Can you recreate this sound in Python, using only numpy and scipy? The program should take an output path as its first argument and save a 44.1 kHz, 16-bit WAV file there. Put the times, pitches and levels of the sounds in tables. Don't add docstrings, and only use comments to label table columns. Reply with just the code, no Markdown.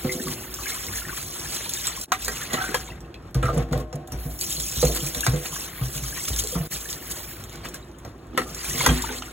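import sys
import numpy as np
from scipy import signal
from scipy.fft import rfft, irfft, next_fast_len
from scipy.io import wavfile
from scipy.ndimage import uniform_filter1d, map_coordinates

SR = 44100
rng = np.random.default_rng(int(sys.argv[2]) if len(sys.argv) > 2 else 0)


def generate_wav(signal):
    frames = np.transpose(np.atleast_2d(signal))
    scaled = np.clip(frames, -1, 1) * 32767
    pcm = np.round(scaled).astype(np.int16)
    wavfile.write(sys.argv[1], SR, pcm)


N = 411012

# (frequency [Hz], relative density [dB per Hz])
GURGLE_SPECTRUM = [(350, -9.5), (700, -10.5), (1200, -0.5), (2000, 3), (3000, -3), (4500, 0), (8000, -50)]
# (frequency [Hz], relative level [dB], nominal t60 [s])
BASIN_MODES = [(148, 1.5, 0.22), (252.8, -9.5, 0.33), (343, -14.5, 0.53), (469, -8, 0.33),
               (602, -13.5, 0.42), (688, -13.5, 0.51), (748, -19, 1), (1069, -12.5, 0.25)]
# (frequency [Hz], relative level [dB], nominal t60 [s])
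CABINET_MODES = [(55.9, 13, 0.54), (92, -3, 0.12)]
# (time [s], level [dB], boom re blow [dB], lowest mode [Hz], upper modes [dB])
THUMPS = [(0.048, -18, -27, 141, -29), (0.25, -28, -19, 156, -6), (2.532, -30.5, -14, 145, 8),
          (3.354, -9.5, -12, 130.4, -12.5), (3.436, -11.5, -11.5, 127, -16), (3.492, -26, -14, 134, -18),
          (3.529, -22.5, -8, 143, -2), (3.564, -13, -17.5, 153, -8), (3.581, -13.5, -20, 127.6, -7),
          (3.712, -16, -10.5, 149, -2), (3.753, -14, -16, 136.7, -11), (3.799, -26, -29, 136, -1),
          (3.942, -20.5, -31, 144.5, -4.5), (4.12, -29.5, -1.5, 144, 1.5), (4.254, -21.5, -12, 150.4, -7),
          (4.58, -30, -12.5, 141, -19), (4.769, -20.5, -6.5, 137, -24), (4.836, -9, -14.5, 149.7, -12),
          (5.025, -18.5, -20, 141, -13), (5.162, -30, -2, 136, 2), (5.277, -9, -17, 124, -17.5),
          (5.333, -15.5, -26, 147.4, -10), (5.812, -11.5, -19.5, 128.6, -38), (5.859, -27, -33, 133, -31),
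          (5.954, -23, -14, 139, -15), (6.022, -23.5, -13, 133, -30), (6.306, -22.5, -4.5, 131.5, -25),
          (6.334, -29, -10, 139, -20), (6.555, -13, -18, 173.5, -11), (6.6, -20, -21, 153, -14),
          (8.68, -34.5, -8, 145, -9), (8.741, -27.5, -18, 148, 0), (8.795, -25, -15, 135, -15),
          (8.876, -16, -12, 136.5, -6), (8.89, -14, -12, 153, -26)]
# (time [s], level [dB], ring length [share of t60], favoured pitch [Hz])
BUMPS = [(0.046, -13, 0.38, 252), (0.152, -15.5, 0.52, 238), (0.17, -31, 1, 670), (0.203, -12, 0.37, 290),
         (0.268, -27, 2.3, 236), (2.279, -20.5, 0.32, 453), (2.536, -23, 0.43, 403),
         (2.69, -18.5, 0.63, 322), (2.744, -11.5, 0.18, 533), (3.428, -21, 0.58, 495),
         (3.446, -22, .3, 650), (3.487, -10.5, 0.35, 640), (3.518, -20.5, 0.44, 520),
         (3.553, -15, 0.3, 570), (3.575, -25, 0.51, 500), (3.605, -35, .5, 610), (3.735, -20, 0.43, 495),
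         (3.756, -20, 0.59, 517), (3.778, -33, 0.27, 560), (3.803, -25, 0.35, 495), (4.828, -4, 0.37, 525),
         (4.887, -17.5, 0.71, 500), (4.9, -10, 0.21, 547), (5.15, -25, 0.27, 600), (5.268, -15, 0.22, 667),
         (5.333, -21.5, 0.81, 510), (3.93, -27, 0.32, 505), (3.961, -26, 0.49, 570),
         (6.437, -22.5, 0.32, 450), (6.526, -26, 0.35, 467), (6.553, -26, 0.37, 513),
         (6.606, -27, 0.52, 670), (7.68, -24, 0.17, 523), (8.31, -31, 0.74, 294), (8.335, -22.5, 1.6, 302),
         (8.05, -24, 0.26, 624), (8.378, -10.5, 0.26, 444), (8.399, -20.5, 1, 297), (8.868, -13, 0.18, 477),
         (8.877, -14.5, 1.3, 294), (8.904, -18, 1.8, 250), (8.957, -41, 1.2, 248), (9.052, -35, 4.6, 267),
         (9.091, -26.5, 0.61, 416)]
RING_DB = {"basin": -1.06, "cabinet": 4.5, "bowl": -8, "clatter": -9, "colander": -5}


def amp(db):
    return 10 ** (np.asarray(db) / 20)


def unit(x):
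    return x / np.sqrt(np.mean(x ** 2) + 1e-20)


def along(points, hz):
    f, v = np.transpose(points)
    return np.interp(np.log(hz + 1), np.log(f + 1), v)


def wobble(rate_hz):
    knots = rng.standard_normal(int(N * rate_hz / SR) + 4)
    return map_coordinates(knots, [np.arange(N) * rate_hz / SR])


def filtered(x, response):
    m = next_fast_len(N + SR // 2)
    return irfft(rfft(x, m) * response(np.fft.rfftfreq(m, 1 / SR)), m)[..., :N]


def rush(spectrum, patchy_db):
    z = signal.stft(rng.standard_normal(N), nperseg=256)[2]
    field = uniform_filter1d(rng.standard_normal(z.shape), size=5, axis=0)
    field = uniform_filter1d(field, size=6, axis=1)
    x = signal.istft(z * amp(patchy_db * unit(field)), nperseg=256)[1][:N]
    return unit(filtered(x, lambda hz: amp(along(spectrum, hz))))


def add(track, s, sound):
    track[round(s * SR):][:len(sound)] += sound


def ring(modes, share, soft_s, near_hz, fall_db, rough=0.03):
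    hz, db, t60 = np.transpose(modes)[:, :, None]
    steps = int(min(.7 * share * t60.max(), 1) * SR / 50)
    t = np.arange(steps * 50) / SR
    db = db + 1.8 * rng.standard_normal(db.shape) - fall_db * np.abs(np.log2(hz / near_hz))
    walk = np.cumsum(rng.standard_normal((len(hz), SR // 50)), axis=1)[:, :steps]
    wander = rough * np.sqrt(hz / 500) * np.repeat(walk, 50, axis=1)
    tones = amp(db - 60 * t / (share * t60)) * np.sin(2 * np.pi * hz * t + wander)
    fade_out = np.minimum(5 * (1 - t / t[-1]), 1)
    return np.sum(tones, axis=0) * (1 - np.exp(-t / soft_s)) * fade_out


def short_tones(count, mid_hz, octaves, cycles, scatter_db, size):
    draw = rng.random((count, 2))
    hz = np.clip(mid_hz * 2 ** (octaves * rng.standard_normal((count, 1))), 600, 15000)
    turns = hz * np.arange(size) / SR
    rise = 1 + .025 * turns / cycles
    tone = np.sin(2 * np.pi * turns * rise) * np.exp(-turns / cycles) * np.hanning(2 * size)[size:]
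    tone *= 1 - np.exp(-turns)
    tone *= amp(-scatter_db * np.log(draw[:, 1:] + 0.0046))
    at = (draw[:, :1] * N).astype(int) + np.arange(size)
    return unit(np.bincount(at.ravel(), tone.ravel(), N + size)[:N])


def resonant(modes, damping):
    def body(f):
        return sum(amp(db) * 1j * f / t60 / (c * c - f * f + 1j * f * damping / t60) for c, db, t60 in modes)
    return unit(filtered(amp(4.16 * wobble(20)) * rng.standard_normal(N), body))


def flow(tables):
    t = np.arange(N) / SR
    return sum(amp([np.interp(t, s, c, left=-200, right=-200) for c in cols])
               for s, *cols in map(np.transpose, tables))


def shudder(blows):
    out, t = np.zeros(N + SR), np.arange(SR // 2) / SR
    rattle_t60_s = 0.28
    for s, db in blows:
        add(out, s, amp(db - 60 * t / rattle_t60_s))
    return out[:N]


def kitchen():
    # (frequency [Hz], relative density [dB per Hz])
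    kitchen_spectrum = [(15, -46), (25, -55), (43, 7.5), (169, -8.5), (298, -6), (339, 0), (450, -13),
                        (695, -13), (845, -17.5), (1400, -18.5), (1900, -23), (2500, -83), (4500, -134),
                        (5850, -65), (9900, -120)]
    return amp(-44.5) * rush(kitchen_spectrum + [(16000, -60)], patchy_db=-2.0)


def tap_hiss():
    # (full flow from [s], until [s], hiss level [dB])
    tap_runs = [(0.0, 1.3, -39.5), (4.2, 7.324, -39.5)]
    opens_db_per_s, shuts_db_per_s = 309, 87
    t = np.arange(N) / SR
    return sum(amp(db - opens_db_per_s * np.maximum(on - t, 0) - shuts_db_per_s * np.maximum(t - off, 0))
               for on, off, db in tap_runs)


def water_gains():
    # (time [s], spray before layer gain [dB], gurgle before layer gain [dB])
    stream = [
        [(0.0, -45, -41), (.23, -41.5, -48), (.38, -45, -45.5), (.5, -51.5, -46), (.6, -41.5, -42.5),
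         (.74, -37.5, -38), (.98, -39.5, -42), (1.1, -46, -43.5), (1.22, -45.5, -55), (1.35, -39, -42.5),
         (1.55, -36.5, -39), (1.78, -45.5, -42.5), (1.89, -49.5, -38), (2.06, -36.5, -46)],
        [(4.1, -60, -57), (4.13, -57, -54), (4.2, -53.5, -52.5), (4.38, -50, -55), (4.42, -35.5, -49.5),
         (4.62, -34.5, -49), (4.93, -36, -45.5), (5.3, -41.5, -40), (5.62, -42.5, -45.5), (5.74, -62, -47.5),
         (5.89, -44, -45.5), (6.12, -37.5, -47), (6.39, -40, -44), (6.52, -36, -46), (6.62, -56, -46.5),
         (7.01, -48, -43), (7.26, -47.5, -49), (7.55, -59.5, -48), (7.85, -70, -65), (8.36, -70, -65)],
    ]
    pours = [
        [(2.12, -55, -34), (2.22, -41, -47), (2.372, -37.5, -37), (2.492, -40.5, -35.5), (2.618, -38, -33.5),
         (2.796, -47, -45.5), (2.914, -54, -50), (3.02, -82, -73), (3.33, -105, -84)],
        [(8.38, -61, -56), (8.432, -52, -77), (8.528, -47, -47.5), (8.716, -35.5, -38), (8.842, -32, -26.5),
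         (8.948, -38, -34.5), (9.138, -41, -38.5), (9.32, -50, -48.5)],
    ]
    # (spray level [dB], gurgle level [dB])
    trickle_db = (-88.5, -71.5)
    # (peak time [s], spray level [dB], gurgle level [dB], fall length [s])
    sloshes = [(0.122, -28, -57, 0.054), (0.318, -38, -43, 0.1), (0.696, -39, -48, 0.058),
               (0.975, -33, -55, 0.067), (1.07, -60, -55, 0.15), (1.177, -33.5, -38.5, 0.2),
               (1.78, -30.5, -68, 0.38), (2.018, -54, -62, 0.079), (2.544, -46, -25.5, 0.06),
               (3.458, -36.5, -35, 0.15), (3.546, -40, -55, 0.069), (3.578, -39, -55, 0.035),
               (3.743, -56, -69, 0.042), (3.802, -42, -72, 0.046), (3.957, -37, -51, 0.02),
               (4.076, -49, -72, 0.026), (4.872, -34, -61, 0.055), (4.962, -29, -37, 0.083),
               (5.243, -27, -46, 0.063), (5.271, -47, -29, 0.063), (5.459, -40, -39, 0.052),
               (5.565, -33.5, -46, 0.42), (6.169, -66, -38, 0.072), (6.283, -28, -36, 0.047),
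               (6.39, -24, -60, 0.04), (6.513, -41, -70, 0.25), (6.736, -30, -65, 0.35),
               (6.903, -31.5, -70, 0.13), (7.114, -39, -61, 0.14), (7.656, -42, -40, 0.12),
               (7.747, -44, -44, 0.12), (8.0, -68, -76, .06), (8.386, -44, -32, 0.14),
               (8.855, -53, -33, 0.053)]
    slosh_fall_db, slosh_rise_share = 41.5, 0.37
    t = np.arange(N) / SR
    layer_gain = amp([[4], [-1]])
    wet, air = flow(stream + pours) * layer_gain + amp(trickle_db)[:, None]
    for s, spray_db, gurgle_db, length_s in sloshes:
        near = slice(max(round((s - .3) * SR), 0), round((s + .4) * SR))
        lengths = np.maximum(t[near] - s, (s - t[near]) / slosh_rise_share) / length_s
        swell = amp(-slosh_fall_db * lengths)
        add(wet, near.start / SR, amp(spray_db) * swell)
        add(air, near.start / SR, amp(gurgle_db) * swell)
    return wet, air


def spray(wet, surge):
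    # (frequency [Hz], relative density [dB per Hz])
    spray_spectrum = [(700, -32.5), (1800, -13), (3200, -1), (5000, -1), (6400, 2), (8500, 0.5),
                      (10500, 0.5), (13000, -30)]
    # (frequency [Hz], relative density [dB per Hz])
    mist_spectrum = [(7000, -37), (9000, -17), (11000, -1), (13500, -3.5), (16500, -2)]
    mist_re_spray_db = -3.5
    shorter = short_tones(count=20000, mid_hz=7080, octaves=0.46, cycles=16.0, scatter_db=3.5, size=120)
    longer = short_tones(count=6000, mid_hz=7500, octaves=.4, cycles=36.5, scatter_db=2.5, size=600)
    body = unit(rush(spray_spectrum, patchy_db=4.5) + .5 * shorter + 0.73 * longer)
    mist = np.hypot(tap_hiss(), amp(mist_re_spray_db) * wet) * rush(mist_spectrum, patchy_db=1.5)
    return amp(1.74 * surge + 0.66 * wobble(7)) * (wet * body + mist)


def gurgle(air, surge):
    froth = short_tones(count=7000, mid_hz=1632, octaves=0.561, cycles=28.0, scatter_db=3.0, size=750)
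    beads = short_tones(count=5000, mid_hz=3290, octaves=0.356, cycles=26.0, scatter_db=-0.5, size=700)
    clusters = amp(1.9 * wobble(12))
    body = unit(rush(GURGLE_SPECTRUM, patchy_db=5.0) + 0.54 * beads + 0.77 * clusters * froth)
    return amp(1.76 * surge + 0.93 * wobble(9.5)) * air * body


def steel_murmur(air):
    basin_db, cabinet_db, patter_re_gurgle_db = -49, -39, -7
    rattle_db, shake_db = -26, -1.5
    basin = amp(basin_db) + shudder([(row[0], row[1] + rattle_db) for row in THUMPS + BUMPS])
    cabinet = amp(cabinet_db) + shudder([(s, db + low_db + shake_db) for s, db, low_db, *_ in THUMPS])
    steel = basin * resonant(BASIN_MODES, damping=7.0) + cabinet * resonant(CABINET_MODES, damping=2.57)
    patter = air * resonant(BASIN_MODES[1:], damping=17.0)
    return steel + amp(patter_re_gurgle_db) * patter


def water():
    wet, air = water_gains()
    surge = 1.0 * wobble(22) + 0.5 * wobble(55) + 0.45 * wobble(120)
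    return spray(wet, surge) + gurgle(air, surge) + steel_murmur(air)


def colander_bumps():
    # (frequency [Hz], relative level [dB], nominal t60 [s])
    colander_modes = [(181, 7, 0.16), (248.1, 5.5, 0.15), (312, 4, 0.075), (367.5, -8, 1),
                      (426.5, -1, 0.41), (498.2, 3.5, 0.33), (567, -4, 0.24), (666, -2.5, 0.29),
                      (877, -4, 0.23)]
    out = np.zeros(N + SR)
    for s, db, share, hz in BUMPS:
        blow = ring(colander_modes, share=share, soft_s=0.002, near_hz=hz, fall_db=32.0, rough=0.039)
        add(out, s, amp(db + RING_DB["colander"]) * blow)
    return out[:N]


def rim_hums():
    # (frequency [Hz], relative level [dB], nominal t60 [s])
    rim_modes = [(258, -1, 0.99), (330.4, -3, 2.4), (375, -1.5, 1.76), (506, -3.5, 0.69), (614, 0, 1.8),
                 (756, -6, 1.2), (1067, -10, 1.13)]
    # (time [s], level [dB], favoured pitch [Hz])
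    hums = [(0.047, -23.5, 366), (0.048, -23.5, 501), (2.54, -28, 762), (3.349, -33, 331), (3.43, -43, 762),
            (3.441, -40, 1066), (3.589, -49, 1066), (3.736, -43, 1066), (3.76, -37.5, 622),
            (3.93, -34, 762), (3.939, -46, 331), (4.12, -47, 762), (4.83, -34.5, 331), (4.891, -28.5, 501),
            (5.27, -36, 331), (5.335, -46, 501), (8.379, -52, 331), (8.88, -42, 762), (8.95, -29, 258)]
    out = np.zeros(N + SR)
    for s, db, hz in hums:
        blow = ring(rim_modes, share=0.95, soft_s=0.0055, near_hz=hz, fall_db=90, rough=0.018)
        add(out, s, amp(db) * blow)
    return out[:N]


def basin_thumps():
    out = np.zeros(N + SR)
    for s, db, boom_db, hz, upper_db in THUMPS:
        modes = [(hz, *BASIN_MODES[0][1:])]
        for f, level, t60 in BASIN_MODES[1:]:
            modes.append((f * rng.normal(1, 0.00994), level + upper_db + rng.normal(6.8, 2.2), t60))
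        blow = ring(modes, share=0.85, soft_s=0.0033, near_hz=hz, fall_db=5.0, rough=0.089)
        boom = ring(CABINET_MODES, share=0.67, soft_s=0.014, near_hz=59.3, fall_db=35)
        add(out, s, amp(db + RING_DB["basin"]) * blow)
        add(out, s, amp(db + boom_db + RING_DB["cabinet"]) * boom)
    return out[:N]


def plops_and_chirps():
    # (time [s], level [dB], starting pitch [Hz])
    brief_tones = [(0.093, -11.5, 2114), (0.197, -23.5, 1750), (0.27, -21.5, 1120), (0.587, -25, 1100),
                   (0.633, -27, 2520), (0.657, -18.5, 1690), (0.667, -16, 2110), (0.719, -20, 2140),
                   (0.882, -26, 2100), (0.895, -28, 1140), (0.935, -24, 1720), (0.982, -22, 1740),
                   (1.018, -22, 1440), (1.05, -23, 1790), (1.092, -18.5, 1506), (1.128, -23, 1135),
                   (1.454, -23.5, 1650), (1.661, -25.5, 930), (1.771, -29, 1690), (1.869, -11, 7590),
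                   (1.875, -24, 1200), (1.974, -25.5, 1070), (2.418, -22.5, 1740), (2.503, -25, 1910),
                   (2.534, -13, 6860), (2.538, -16, 1900), (2.584, -18, 1870), (2.613, -13.5, 1500),
                   (2.64, -11.5, 1493), (2.656, -22, 1490), (2.692, -29, 1460), (2.743, -13.5, 1630),
                   (2.744, -15, 3210), (2.876, -31, 2200), (2.877, -34, 3600), (2.888, -26, 980),
                   (2.902, -31, 2650), (2.919, -29, 1960), (2.928, -35, 1590), (2.957, -46, 3580),
                   (3.045, -42, 2710), (3.141, -38, 2460), (3.08, -40, 1200), (3.156, -35.5, 2540),
                   (3.23, -43, 1320), (3.249, -45, 1280), (4.513, -26, 3180), (4.566, -19, 4200),
                   (4.582, -28, 4200), (4.675, -29, 2600), (4.121, -24.5, 5800), (4.867, -16, 4200),
                   (5.227, -23, 2720), (5.233, -15.5, 1640), (5.451, -30, 1870), (5.527, -24, 1103),
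                   (5.559, -24, 1630), (5.562, -24.5, 1110), (5.62, -28, 2594), (5.815, -28, 1230),
                   (6.033, -29, 2140), (6.044, -28, 1220), (6.125, -26.5, 1660), (6.159, -29, 2330),
                   (6.175, -22, 1870), (6.176, -24, 1100), (6.205, -28, 2100), (6.277, -26, 2200),
                   (6.252, -23.5, 3470), (6.333, -19.5, 3580), (6.363, -33, 1600), (6.53, -27, 3150),
                   (6.768, -30, 2390), (6.855, -25.5, 1660), (7.744, -29, 1580), (7.826, -40, 3870),
                   (7.945, -50, 3100), (8.124, -46, 1280), (8.143, -40, 1090), (8.267, -44, 1110),
                   (8.331, -34, 1200), (8.347, -31, 756), (8.59, -21, 4770), (8.649, -21, 2310),
                   (8.708, -24, 1900), (8.752, -31, 2100), (8.804, -13, 2140), (8.809, -14, 1010),
                   (8.865, -15, 3320), (9.039, -17, 910), (9.09, -20, 1520), (9.11, -23, 865),
                   (9.152, -32, 2550), (9.281, -27, 1390)]
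    tone_t60_s = 0.031
    out, t = np.zeros(N + SR), np.arange(SR // 5) / SR
    for s, db, hz in brief_tones:
        waver = 1.35 * np.cumsum(rng.standard_normal(len(t))) / 20
        tone = np.sin(2 * np.pi * hz * t * (1 + 1.34 * t) + waver)
        add(out, s, amp(db - 60 * t / tone_t60_s) * tone * (1 - np.exp(-t / 0.002)))
    return out[:N]


def slaps_and_ticks():
    # (time [s], level [dB], low part re slap [dB])
    slaps = [(0.2815, -12.5, -2), (0.54, -14, -23), (1.6929, -10, -26), (1.869, -17, -29),
             (1.965, -15, -17), (2.012, -13.5, -20), (2.033, -28, -20), (2.121, -14, 12),
             (2.247, -11.5, -26), (2.281, -8.5, 6.5), (2.3683, -29, -14), (2.532, -10, 5),
             (2.744, -10.5, 8.5), (3.143, -44, 25.5), (3.3444, -17, -8), (3.4273, -20, -7),
             (3.7244, -20, -11), (3.776, -20, -21), (3.928, -43, 5), (4.074, -24.5, -20), (4.12, -18, -19),
             (4.411, -17, -30), (4.5153, -18, -17), (4.602, -13, -22), (4.8722, -23, -21),
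             (5.064, -8.5, -18), (5.147, -9, -3), (5.206, -4, -28), (5.265, -5.5, 1), (5.812, -23, 3),
             (5.949, -31, 11), (5.977, -14.5, 0), (6.252, -13, -5), (6.333, -25, -1), (6.53, -26, -6),
             (6.7324, -24, -23), (6.906, -27, -24), (7.113, -24, -23), (7.602, -50, 3), (7.686, -19, -21),
             (7.739, -25, 7), (7.985, -31.5, -22), (8.0504, -39, -7), (8.3765, -11.5, 12.5),
             (8.5463, -15, -25), (8.644, -13.5, -6), (8.698, -11, -23), (8.779, -12, -15), (8.804, -17, 9),
             (8.863, -4, 4), (9.021, -9, -19), (9.223, -29, 15.5)]
    # (time [s], level [dB])
    ticks = [(1.87, -11.5), (2.122, -17.5), (2.247, -24), (2.746, -16), (3.929, -34), (4.412, -16.5),
             (4.6, -16), (7.112, -20), (7.744, -25), (8.05, -39), (8.376, -17.5), (8.863, -9), (0.683, -22),
             (.8675, -24), (.9284, -27), (0.9792, -20), (1.168, -30), (1.2282, -24), (1.324, -28.5),
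             (1.737, -18), (1.9997, -27), (4.3904, -24), (4.527, -15), (4.7545, -34), (4.816, -16.5),
             (4.8518, -13), (4.9491, -13.5), (5.0868, -17), (5.3616, -24), (5.6198, -27), (5.857, -30),
             (5.9257, -32), (6.2027, -34), (6.289, -22), (6.3626, -19), (6.4384, -16), (6.4728, -17),
             (3.006, -39.5), (3.058, -53), (3.105, -62), (3.124, -61), (3.177, -53), (3.225, -57),
             (3.26, -59), (3.31, -44), (6.89, -24), (6.929, -19), (7.12, -22), (7.439, -28), (7.496, -32.5),
             (7.529, -35), (7.558, -34), (7.621, -56), (7.648, -32), (7.915, -45), (8.18, -50),
             (8.218, -66), (8.238, -58), (8.269, -47)]
    # (frequency [Hz], relative density [dB per Hz])
    spit_spectrum = [(700, -17), (1800, -36), (3500, 0.5), (6000, 3.5), (8000, 4), (11000, 1),
                     (16500, -3.5)]
    body_db, front_db, low_part_db = -5.5, -13, -16
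    slap_t60_s, front_t60_s, rise_s, tick_t60_s = 0.016, 0.002, 0.0012, 0.0069
    high, low, t = np.zeros(N + SR), np.zeros(N + SR), np.arange(SR // 5) / SR
    for s, db, low_db in slaps:
        body = amp(db + body_db - 60 * t / slap_t60_s)
        front = amp(db + front_db - 60 * t / front_t60_s)
        add(high, s, (body + front) * (1 - np.exp(-t / rise_s)))
        add(low, s, amp(db + low_db + low_part_db - 60 * t / (1.1 * slap_t60_s)))
    for s, db in ticks:
        add(high, s, amp(db - 60 * t / tick_t60_s))
    return high[:N] * rush(spit_spectrum, patchy_db=3.5) + low[:N] * rush(GURGLE_SPECTRUM, patchy_db=4.0)


def bowl_clinks():
    # (frequency [Hz], relative level [dB], nominal t60 [s])
    bowl_modes = [(753, -4, 0.22), (1039, -6.5, 0.045), (1209, -2.5, 0.066), (1321, -1.5, 0.074),
                  (1593, -4.5, 0.087), (1918, -0.5, 0.06), (2394, -3.5, 0.072), (3245, -2.5, 0.066),
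                  (3520, -21, .05), (6440, -22, .04)]
    # (time [s], level [dB], clatter re knock [dB], ring length [share of t60],
    # favoured pitch [Hz], fall of other modes [dB per octave])
    clinks = [(2.1195, 1.5, -2, 0.6, 1230, 17), (2.278, -13, -14, 1.3, 1870, 15),
              (2.569, -20, -21, 3.9, 1335, 60), (2.608, -15, -30, 1.2, 724, 40),
              (2.746, 3, -9.5, 0.77, 1010, 53), (3.347, -24, 6.5, 1, 1200, 29),
              (3.428, -9, -10, 1.4, 1330, 24), (3.456, -10, -23, 1.2, 1320, 47),
              (3.483, 0.5, -28, 0.92, 1180, 53), (3.571, -13, -14, 0.8, 1030, 37),
              (3.73, -14.5, 5.5, 0.61, 703, 18), (3.928, -16.5, -3, 0.66, 720, 15),
              (4.079, -28, -21, 1.1, 764, 14), (4.117, -32.5, 2, 0.8, 754, 16),
              (4.828, -15, 7.5, 0.9, 700, 30), (5.266, -12, 2, 0.65, 1510, 14),
              (6.553, -27, 4, 1.7, 1110, 22), (7.745, -34, -13, 0.8, 1610, 14),
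              (8.049, -24.5, 2.5, 0.48, 1335, 12), (8.078, -37.5, 2, 1.4, 1060, 25),
              (8.376, -2.5, -3, 0.8, 1180, 24), (8.377, -8.5, -16, 0.71, 1950, 29),
              (8.417, -19, 4, .6, 1200, 10), (8.46, -27, -12, 1.9, 1212, 40),
              (8.862, 5, -5, 0.44, 1630, 32), (8.864, 1, -16, 0.5, 1010, 37),
              (8.889, -10, -10, 1.1, 3280, 25), (8.889, 2, -20, 0.32, 1620, 40),
              (8.909, -5, -14, 0.36, 1615, 50), (9.222, -23.5, 2.5, 0.73, 1060, 19)]
    # (frequency [Hz], relative density [dB per Hz])
    clatter_spectrum = [(300, -8), (700, 8), (1300, 10), (2200, -4.5), (3500, -7), (6000, -5.5),
                        (16000, -26)]
    out, clatter, t = np.zeros(N + SR), np.zeros(N + SR), np.arange(SR // 8) / SR
    for s, db, clatter_db, share, hz, fall_db in clinks:
        blow = ring(bowl_modes, share=share, soft_s=0.0021, near_hz=hz, fall_db=fall_db, rough=0.019)
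        add(out, s, amp(db + RING_DB["bowl"]) * blow)
        add(clatter, s, amp(db + clatter_db + RING_DB["clatter"] - 60 * t / (0.04 * share)))
    return out[:N] + clatter[:N] * rush(clatter_spectrum, patchy_db=4.0)


def walls(x, t60_s):
    out, step, t = np.zeros(N + SR), SR // 16, np.arange(SR // 8) / SR
    for start in range(0, N, step):
        tail = rng.standard_normal(len(t)) * amp(-60 * t / t60_s)
        add(out, start / SR, signal.fftconvolve(x[start:start + step], tail / np.linalg.norm(tail)))
    return out[:N]


def scene():
    # (frequency [Hz], left-right likeness [0-1])
    alike = [(60, .999), (200, 0.993), (400, 0.92), (1000, 0.55), (2200, 0.4), (3300, 0.73), (5000, .96),
             (16000, .94)]
    knocks = colander_bumps() + rim_hums() + basin_thumps() + bowl_clinks()
    hits = knocks + plops_and_chirps() + slaps_and_ticks()
    echo = filtered(walls(hits, t60_s=0.12), lambda hz: hz ** 2 / (hz ** 2 + 1100 ** 2))
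    near = kitchen() + water() + hits + amp(-1.0) * echo

    def turn(hz):
        return np.arccos(np.clip(along(alike, hz), 0, 1)) / 2
    mid = filtered(near, lambda hz: np.cos(turn(hz)))
    side = filtered(walls(near, t60_s=0.029), lambda hz: np.sin(turn(hz)))
    return np.array([mid + side, mid - side])


def record(dry):
    # (frequency [Hz], left over right [dB])
    left_over_right = [(125, 0), (350, -1.5), (700, -1), (1400, 2.5), (2800, .7), (5000, 0)]
    # (from [s], to [s], bass [dB], treble [dB])
    dips = [(2.048, 2.086, -13, -13), (6.68, 6.713, -16, -14.5)]
    top_hz = 15900
    t = np.arange(N) / SR

    def channels(hz):
        lag = np.pi * np.maximum(hz - 3000, 0) / 2000
        balance = amp(np.outer([.5, -.5], along(left_over_right, hz)))
        return np.exp(.5j * np.outer([-1, 1], lag)) * balance

    def bass_cut(hz):
        return (1j * hz / (42 + 1j * hz)) ** 3

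    def dip(start, end, db):
        return np.interp(t, [start - .008, start + 0.003, end - .012, end], [0, db, db, 0])
    bass = filtered(dry, lambda hz: 1 / (1 + (hz / 1500) ** 4))
    bass_gain = amp(sum(dip(a, b, db) for a, b, db, _ in dips))
    treble_gain = amp(sum(dip(a, b, db) for a, b, _, db in dips))
    dipped = bass * bass_gain + (dry - bass) * treble_gain
    picked = filtered(dipped, lambda hz: channels(hz) * bass_cut(hz))
    rounded = picked / (1 + np.abs(picked / .85) ** 4) ** .25
    return filtered(rounded, lambda hz: hz < top_hz)


dry = scene()
out = record(dry)
generate_wav(out)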